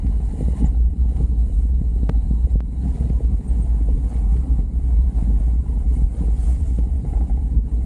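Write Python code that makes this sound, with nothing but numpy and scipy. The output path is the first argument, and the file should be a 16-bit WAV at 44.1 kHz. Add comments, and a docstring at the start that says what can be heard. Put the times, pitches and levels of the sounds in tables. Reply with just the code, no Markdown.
"""A mountain bike rolls fast down a forest dirt trail, the microphone riding along.
From the start wind booms and buffets, tyres roar and spray grit, the coasting hub ticks and a skid
hums until 0.7 s. Within that skid begin flicked stones, gravel showers, knocks through the frame,
hollow clatter and faint high chirps; all recur. Sharp pops come at 2.1 and 2.6 s, a lighter
sideways slide near 4.4 s, and a run of clatter over rough ground around 7 s."""
import sys
import numpy as np
from scipy import signal
from scipy.fft import rfft, irfft, next_fast_len
from scipy.io import wavfile
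from scipy.ndimage import uniform_filter1d

SR = 44100
rng = np.random.default_rng(int(sys.argv[2]) if len(sys.argv) > 2 else 0)


def log_audio(samples):
    """Write samples as a 16-bit WAV file to the path given in sys.argv[1]."""
    # one column per channel
    frames = np.atleast_2d(samples).T
    # limit to full scale, then quantise
    limited = np.clip(frames, -1, 1)
    pcm = np.round(limited * 32767).astype(np.int16)
    wavfile.write(sys.argv[1], SR, pcm)


N = 346185
TIME = np.arange(N) / SR
REF_LOAD_DB = -56

# tyres biting into dirt: centre t/s, half length/s, roar/dB, fine grit/dB, coarse gravel/dB
TYRE_BITES = [(0.413, 0.21, -54, -62.5, -75), (0.59, 0.039, -49, -60.5, -63),
              (1.19, 0.092, -50.5, -66.5, -70.5), (1.534, 0.16, -58.5, -67, -85),
              (2.982, 0.17, -49.5, -70, -65), (3.536, 0.17, -56.5, -66.5, -84), (4.137, 0.1, -48, -63, -71),
              (4.34, 0.071, -57, -66, -75), (5.216, 0.079, -49, -66, -75), (5.982, 0.096, -50, -62, -81),
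              (6.23, 0.13, -47, -62.5, -77), (6.465, 0.13, -50, -57, -63.5), (6.713, 0.13, -57, -62, -66),
              (7.126, 0.083, -51.5, -66, -75)]
# small-stone spectrum: f/Hz, density/dB
STONE_SPECTRUM = [(700, -11), (1200, 4), (1600, 1.5), (2000, 6), (2230, 6), (2450, -1), (2900, -1.5),
                  (3400, -5), (4100, -7.5), (5000, -6), (7000, -25)]


def amp(db):
    """dB to gain."""
    return 10 ** (np.asarray(db) / 20)


def unit(x):
    """Scale to rms 1."""
    return x / np.sqrt(np.mean(x ** 2) + 1e-20)


def curves(rows):
    """Each column after t/s, interpolated per sample."""
    times_s, *columns = np.transpose(rows)
    return [np.interp(TIME, times_s, column) for column in columns]


def add(mix, t_s, sound):
    """Mix a sound in at t_s."""
    part = mix[max(round(t_s * SR), 0):][:len(sound)]
    part += sound[:len(part)]


def swell(t_s, half_s):
    """Gaussian of height 1, down to 1/e at t_s +- half_s."""
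    out = np.zeros(N)
    near = slice(*np.searchsorted(TIME, [t_s - 4 * half_s, t_s + 4 * half_s]))
    out[near] = np.exp(-((TIME[near] - t_s) / half_s) ** 2)
    return out


def with_swells(base_db, rows):
    """Power sum in dB of a base level and swells (centre t/s, half length/s, level/dB)."""
    swell_power = sum((amp(db) * swell(t_s, half_s)) ** 2 for t_s, half_s, db in rows)
    return 10 * np.log10(amp(base_db) ** 2 + swell_power)


def colour(x, spectrum):
    """Filter by a spectrum (f/Hz, level/dB), rolled off past both ends; rms 1."""
    hz, db = np.transpose(spectrum)
    size = next_fast_len(N + 16384)
    bins_hz = np.fft.rfftfreq(size, 1 / SR) + 1
    gain = amp(np.interp(np.log(bins_hz), np.log(hz), db))
    rolloff = np.minimum(hz[-1] / bins_hz, 1) ** 6 * np.minimum(bins_hz / hz[0], 1) ** 2
    return unit(irfft(rfft(x, size) * gain * rolloff, size)[:N])


def wander(rate_hz):
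    """Smooth random curve, low-passed at rate_hz; rms 1."""
    spectrum = rfft(rng.standard_normal(N // 32))
    hz = np.fft.rfftfreq(N // 32, 32 / SR)
    slow = unit(irfft(spectrum / np.sqrt(1 + (hz / rate_hz) ** 4)))
    return np.interp(TIME, np.linspace(0, TIME[-1], len(slow)), slow)


def narrowband(hz, half_width_hz):
    """Randomly driven resonance, rms about 1; hz may be a curve."""
    phase = 2 * np.pi * np.cumsum(hz * np.ones(N)) / SR
    return wander(half_width_hz) * np.cos(phase) + wander(half_width_hz) * np.sin(phase)


def grains(per_s, spread_db):
    """Random clicks of either sign, most small, a few large; rms 1."""
    out = np.zeros(N)
    hit = rng.random(N) < per_s / SR
    size = rng.exponential(1, N)[hit]
    sign = np.sign(rng.random(N)[hit] - .5)
    out[hit] = sign * amp(spread_db * np.minimum(size, 4))
    return unit(out)


def levelled(x, samples):
    """Divide x by its running rms."""
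    power = uniform_filter1d(uniform_filter1d(x ** 2, samples), samples)
    return x / np.sqrt(abs(power) + 1e-9)


def pebbly(x, samples=512):
    """Each pebble has its own pitch: brief narrow patches stand out of the rush."""
    framing = dict(nperseg=samples, noverlap=samples * 3 // 4)
    spectra = signal.stft(x, **framing)[2]
    patches = uniform_filter1d(rng.standard_normal(spectra.shape), size=3, axis=0)
    patches_db = 3.2 * unit(uniform_filter1d(patches, size=9, axis=1))
    return unit(signal.istft(spectra * amp(patches_db), **framing)[1][:N])


def strike(modes, contact_s):
    """A Gaussian blow rings modes, each detuned by up to 5 %; rms 0.5."""
    t = np.arange(4096) / SR
    ring = sum((-1) ** k * amp(db - 60 * t / t60_s) * np.sin(2 * np.pi * hz * rng.uniform(.95, 1.05) * t)
               for k, (hz, db, t60_s) in enumerate(modes))
    contact = np.exp(-((t - .003) / contact_s) ** 2)
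    return unit(signal.fftconvolve(contact, ring)[:len(t)]) / 2


def wind_boom(base_db=-17, steadiness=0.72, flutter_db=2.3, band_hz=(27, 85)):
    """Turbulence rings a deep resonance at the microphone; it gusts, flutters and drops out."""
    # resonance: f/Hz, density/dB
    spectrum = [(20, -27), (30, -22.5), (42, -12), (52, -5), (58, 0), (65, -6), (75, -17), (95, -26)]
    # gusts and lulls: centre t/s, half length/s, change/dB
    gusts = [(0.37, 0.15, -5), (0.836, 0.025, 2.5), (1.25, 0.011, 5), (2.548, 0.024, 6),
             (2.727, 0.17, -6.5), (6.043, 0.014, 8), (7.317, 0.018, 4.5), (7.57, 0.018, 8)]
    # airflow lets go: centre t/s, half length/s
    dropouts = [(0.561, 0.024), (0.961, 0.031), (1.139, 0.017), (1.184, 0.0088), (1.273, 0.0094),
                (2.225, 0.0061), (2.388, 0.0066), (2.486, 0.015), (2.978, .018), (3.085, 0.0075),
                (3.206, 0.026), (3.431, 0.043), (4.092, 0.015), (4.142, 0.0069), (4.459, 0.019),
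                (4.718, 0.03), (4.804, 0.012), (5.125, 0.026), (5.641, 0.029), (6.101, 0.01),
                (6.158, 0.027), (6.367, 0.013), (6.773, 0.0088), (7.037, 0.04), (7.145, 0.01),
                (7.286, 0.027), (7.491, 0.012), (7.548, 0.012), (7.696, 0.033)]
    swing = signal.hilbert(colour(rng.standard_normal(N), spectrum), next_fast_len(N))[:N]
    envelope = np.sqrt(abs(uniform_filter1d(abs(swing) ** 2, size=1000)) + 1e-6)
    wind_db = base_db + sum(db * swell(t_s, half_s) for t_s, half_s, db in gusts)
    flow = 1 - sum(swell(t_s, half_s) for t_s, half_s in dropouts)
    rumble = flow * amp(wind_db + flutter_db * wander(22)) * unit(swing.real / envelope ** steadiness)
    bandpass = signal.butter(2, band_hz, "bandpass", fs=SR, output="sos")
    return signal.sosfiltfilt(bandpass, rumble, padtype="even")


def wind_buffet(load_db, base_db=-35.5, load_follow=0.3, slap_half_s=0.03, flutter_db=3.5, gain_db=2):
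    """Eddies slap the housing in uneven bunches, easing as the bike goes light."""
    # eddies: f/Hz, density/dB
    spectrum = [(55, -39.5), (100, 2.5), (160, 0), (230, -4), (285, -6.5), (340, -18.5), (450, -19.5),
                (600, -36.5), (1000, -49)]
    # strong single eddies: centre t/s, level/dB
    slaps = [(0.059, -27.5), (.41, -27), (0.629, -23.5), (1.03, -31), (1.21, -26), (1.32, -34),
             (2.861, -26.5), (3.034, -23.5), (3.32, -31), (3.602, -30.5), (3.97, -31.5), (4.369, -27),
             (4.522, -32.5), (5.3, -29), (5.98, -31), (6.221, -28.5), (7.059, -27.5), (7.562, -27.5)]
    steady_db = base_db + load_follow * (load_db - REF_LOAD_DB)
    level_db = with_swells(steady_db, [(t_s, slap_half_s, db) for t_s, db in slaps])
    eddies = colour(grains(per_s=900, spread_db=3.5) * amp(flutter_db * wander(33)), spectrum)
    return amp(level_db + gain_db) * levelled(eddies, samples=2400)


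def tyre_levels(load_db, spray_offset_db=-15.5, spray_follow=0.85):
    """Roar and grit spray in dB: both follow the load and swell at each bite."""
    rolling_spray_db = REF_LOAD_DB + spray_offset_db + spray_follow * (load_db - REF_LOAD_DB)
    roar_db = with_swells(load_db, [(t_s, half_s, db) for t_s, half_s, db, _, _ in TYRE_BITES])
    spray_db = with_swells(rolling_spray_db, [(t_s, half_s, db) for t_s, half_s, _, db, _ in TYRE_BITES])
    return roar_db, spray_db


def tyres(roar_db, spray_db, loose_share=0.45, judder_db=0.85):
    """Knobs drum on packed dirt, crush gravel and fling grit under one juddering load."""
    # knobs on dirt: f/Hz, density/dB
    roar_spectrum = [(150, -11), (330, 0), (440, 5), (590, -3.5), (720, 1.5), (830, 1.5), (910, -8),
                     (1000, -5.5), (1150, -15.5), (1500, -20.5), (2500, -31)]
    # fine grit: f/Hz, density/dB
    spray_spectrum = [(2000, -25), (5900, -12), (7000, -2.5), (7700, -2.5), (8900, 1), (9500, -2.5),
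                      (10000, -5), (11200, -14.5), (13000, -23)]
    knob_hits = grains(per_s=2500, spread_db=2) * amp(0.8 * wander(49))
    roar = levelled(pebbly(colour(knob_hits, roar_spectrum), samples=1024), samples=3000)
    stone_hits = grains(per_s=2000, spread_db=2.5)
    crunch = levelled(pebbly(colour(stone_hits, STONE_SPECTRUM)), samples=3000)
    grit_hits = grains(per_s=14000, spread_db=1.5) * amp(0.91 * wander(70))
    spray = pebbly(colour(grit_hits, spray_spectrum))
    crunch_db = loose_share * spray_db + (1 - loose_share) * (roar_db - 10)  # needs loose ground and load
    rolling = amp(roar_db + 1.5) * roar + amp(crunch_db - 1) * crunch + amp(spray_db + 2.1) * spray
    return amp(judder_db * wander(12)) * rolling


def skid():
    """Side knobs scrub through a turn, then let go: a wavering hum under a rasp."""
    # course of the skid: t/s, f/Hz, level/dB
    course = [(0, 791, -60.5), (.27, 807, -66), (.31, 900, -63), (.42, 720, -58), (.46, 830, -60.5),
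              (.58, 857, -56), (.668, 840, -54.5), (.7, 795, -100)]
    # knob hum: pitch ratio, half width/Hz, level/dB
    partials = [(1, 18, 2), (1.22, 36, -6)]
    # rasp resonances: f/Hz, half width/Hz, level/dB
    resonances = [(1980, 130, -7), (2900, 70, -14), (3950, 300, -16)]
    pitch_hz, level_db = curves(course)
    hum = sum(amp(db) * narrowband(ratio * pitch_hz, half_hz) for ratio, half_hz, db in partials)
    rasp = sum(amp(db) * narrowband(hz, half_hz) for hz, half_hz, db in resonances)
    return amp(level_db) * (hum + rasp)


def freehub(clicks_per_s, spray_db, decay_s=0.0011, gain_db=-2.5):
    """Pawls snap over ratchet teeth: a high buzz whose level follows the grit spray."""
    # pawl click: f/Hz, density/dB
    spectrum = [(2300, -21.5), (2750, -2), (3300, -20.5), (5800, -16), (7000, -2.5), (7900, -2.5),
                (9000, 1.5), (10000, -5.5), (11500, -25.5)]
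    since_click_s = (np.cumsum(clicks_per_s) / SR % 1) / clicks_per_s
    clicks = np.exp(-since_click_s / decay_s) * rng.standard_normal(N)
    return amp(spray_db + gain_db) * colour(clicks, spectrum)


def gear_whirr(clicks_per_s, roar_db, db_per_octave=6.5, ref_clicks_per_s=240, roar_follow=0.8):
    """Ticking running gear keeps metal parts ringing, louder with speed and tyre roar."""
    # metal parts: f/Hz, half width/Hz, level/dB
    resonances = [(2946, 45, -82), (3865, 18, -82), (4060, 280, -76.5)]
    speed_db = db_per_octave * np.log2(clicks_per_s / ref_clicks_per_s)
    drive_db = speed_db + roar_follow * (roar_db - REF_LOAD_DB)
    rings = sum(amp(db + 2.6 * wander(12)) * narrowband(hz, half_hz) for hz, half_hz, db in resonances)
    return amp(2.2 * wander(90) + drive_db) * rings


def stone_ticks(decay_s=0.012, gain_db=6):
    """Small stones flick against the bike and rattle dryly."""
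    # stone hits: t/s, level/dB
    hits = [(.065, -58.5), (.639, -56.5), (.666, -60.5), (1.165, -59.5), (3.097, -59.5), (3.245, -61),
            (3.699, -63), (4.161, -59), (4.364, -57.5), (4.615, -70), (6.545, -64), (6.783, -59)]
    envelope = np.zeros(N)
    fade = np.exp(-TIME[:SR // 2] / decay_s)
    for t_s, db in hits:
        add(envelope, t_s, amp(db + gain_db) * fade)
    return envelope * levelled(colour(grains(per_s=1500, spread_db=3), STONE_SPECTRUM), samples=400)


def gravel_showers():
    """Biting tyres throw up dense showers of coarse gravel."""
    # coarse gravel: f/Hz, density/dB
    spectrum = [(1500, -16.5), (3100, 0), (4300, -3.5), (7000, -3.5), (9000, -3), (12500, -21.5)]
    envelope = sum(amp(db) * swell(t_s, half_s) for t_s, half_s, _, _, db in TYRE_BITES)
    gravel = pebbly(colour(grains(per_s=1500, spread_db=4.5), spectrum))
    return envelope * levelled(gravel, samples=1500)


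def knocks(width_s=0.0015, lag_s=0.00666):
    """Each bump gives a blunt pressure pulse and, cushioned by the tyre, rings the frame."""
    # bumps and stones: t/s, thud/dB, ring/dB
    bumps = [(.334, -22, -41), (.404, -10, -30), (.479, -12, -35), (.53, -20, -40), (.603, -13, -39),
             (.638, -10, -43), (1.118, -27, -40), (1.494, -24, -41), (1.81, -12.5, -44), (2.027, -12, -40),
             (2.0936, -15, -33), (2.305, -10.5, -41), (2.468, -24, -40), (2.551, -10, -36),
             (3.097, -10, -37), (3.202, -24, -33), (3.882, -20, -35), (4.585, -13, -43), (5.22, -13, -43),
             (6.014, -14, -44), (6.231, -19, -40), (6.279, -24, -41), (6.782, -12, -34), (7.044, -20, -37)]
    # frame modes: f/Hz, level/dB, t60/s
    modes = [(214, 3.5, 0.021), (470, 1, 0.033), (676, -5.5, 0.018)]
    out = np.zeros(N)
    for t_s, thud_db, ring_db in bumps:
        ring = strike(modes, contact_s=0.00035)
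        u = (np.arange(len(ring)) / SR - lag_s) / width_s
        thud = (1 - u ** 2) * np.exp(-u ** 2 / 2)
        add(out, t_s, amp(thud_db) * thud + amp(ring_db) * ring)
    return out


def tube_clatter(rebound_s=0.013, rebound_db=-5, gain_db=-2):
    """Rough ground shakes the hollow tubes: one hit and two loose rebounds per jolt."""
    # jolts: t/s, level/dB
    jolts = [(.639, -41), (.744, -48), (2.143, -46.5), (6.831, -47), (7.047, -44), (7.131, -38.5),
             (7.169, -42), (7.206, -38.5), (7.294, -41), (7.37, -45)]
    # tube modes: f/Hz, level/dB, t60/s
    modes = [(346, -3.5, 0.058), (680, 5.5, 0.0084), (797, 0.5, 0.043), (1350, -20, 0.027),
             (2040, -15, 0.016)]
    out = np.zeros(N)
    for t_s, db in jolts:
        gaps_s = rebound_s * rng.uniform(.5, 1.5, size=3)
        for k, delay_s in enumerate(np.cumsum(gaps_s) - gaps_s[0]):
            add(out, t_s + delay_s, amp(db + gain_db + k * rebound_db) * strike(modes, contact_s=.0001))
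    return out


def chirps(half_s=0.013, fall_hz_per_s=11000):
    """Faint, high, breathy whistles that slide down."""
    # whistles: centre t/s, f/Hz, half width/Hz, level/dB
    whistles = [(.664, 7250, 520, -51), (3.489, 8580, 130, -53), (3.63, 8550, 200, -55),
                (3.487, 12300, 110, -72), (5.3, 13000, 130, -71)]
    return sum(amp(db) * swell(t_s, half_s) * narrowband(hz - fall_hz_per_s * (TIME - t_s), half_hz)
               for t_s, hz, half_hz, db in whistles)


def pops(rise_s=0.00014, fall_s=0.0017):
    """Steep pressure steps that relax with a small undershoot."""
    # pressure steps: t/s, peak/dB, polarity
    steps = [(2.0933, -12, 1), (2.0962, -10.5, -1), (2.6053, -19, -1)]
    out = np.zeros(N)
    t = np.arange(-200, 1600) / SR
    u = np.maximum(t, 0) / fall_s
    pulse = np.exp(np.minimum(t, 0) / rise_s) * (1 - u) * np.exp(-u)
    for t_s, db, polarity in steps:
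        add(out, t_s + t[0], polarity * amp(db) * pulse)
    return out


def side_slide(level_db=-58.5):
    """The tyre slips a little sideways: a rough, smeared hum."""
    return amp(level_db) * swell(t_s=4.37, half_s=0.29) * narrowband(hz=1070, half_width_hz=230)


def scene():
    """Wind and bike at one microphone; tyre load and hub rate drive the running sounds."""
    # weight on the tyres, light over crests: t/s, roar/dB
    load = [(0, -51.5), (.68, -52), (.88, -59.5), (1.0, -54.5), (1.7, -57), (2.0, -54), (2.52, -53),
            (2.6, -63.5), (2.85, -49.5), (3.35, -52.5), (3.6, -51), (4.55, -51), (4.68, -57.5), (4.8, -52),
            (5.48, -50), (5.58, -55.5), (5.7, -49.5), (6.02, -56), (6.08, -63), (6.16, -57.5), (6.9, -52),
            (7.5, -53), (7.62, -59), (7.72, -52)]
    # rear hub ratchet: t/s, click rate/Hz
    hub_rate = [(0, 175), (.5, 193), (1.6, 262), (2.5, 270), (3.0, 200), (3.6, 157), (4.35, 132),
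                (4.97, 152), (5.35, 128), (6.2, 140), (6.35, 113), (6.8, 98), (7.15, 158), (7.65, 105)]
    (load_db,), (clicks_per_s,) = curves(load), curves(hub_rate)
    roar_db, spray_db = tyre_levels(load_db)
    bike = knocks() + freehub(clicks_per_s, spray_db) + gear_whirr(clicks_per_s, roar_db)
    ground = tyres(roar_db, spray_db) + gravel_showers() + skid() + side_slide()
    rattles = stone_ticks() + tube_clatter()
    wind = wind_boom() + wind_buffet(load_db)
    return (wind + ground + bike + rattles + chirps() + pops())[None]


def record(dry):
    """The camera's band limit: a 14 kHz low-pass."""
    taps = signal.firwin(255, 14000, window=("kaiser", 9), fs=SR)
    return signal.oaconvolve(dry, taps[None], "same")


dry = scene()
out = record(dry)
log_audio(out)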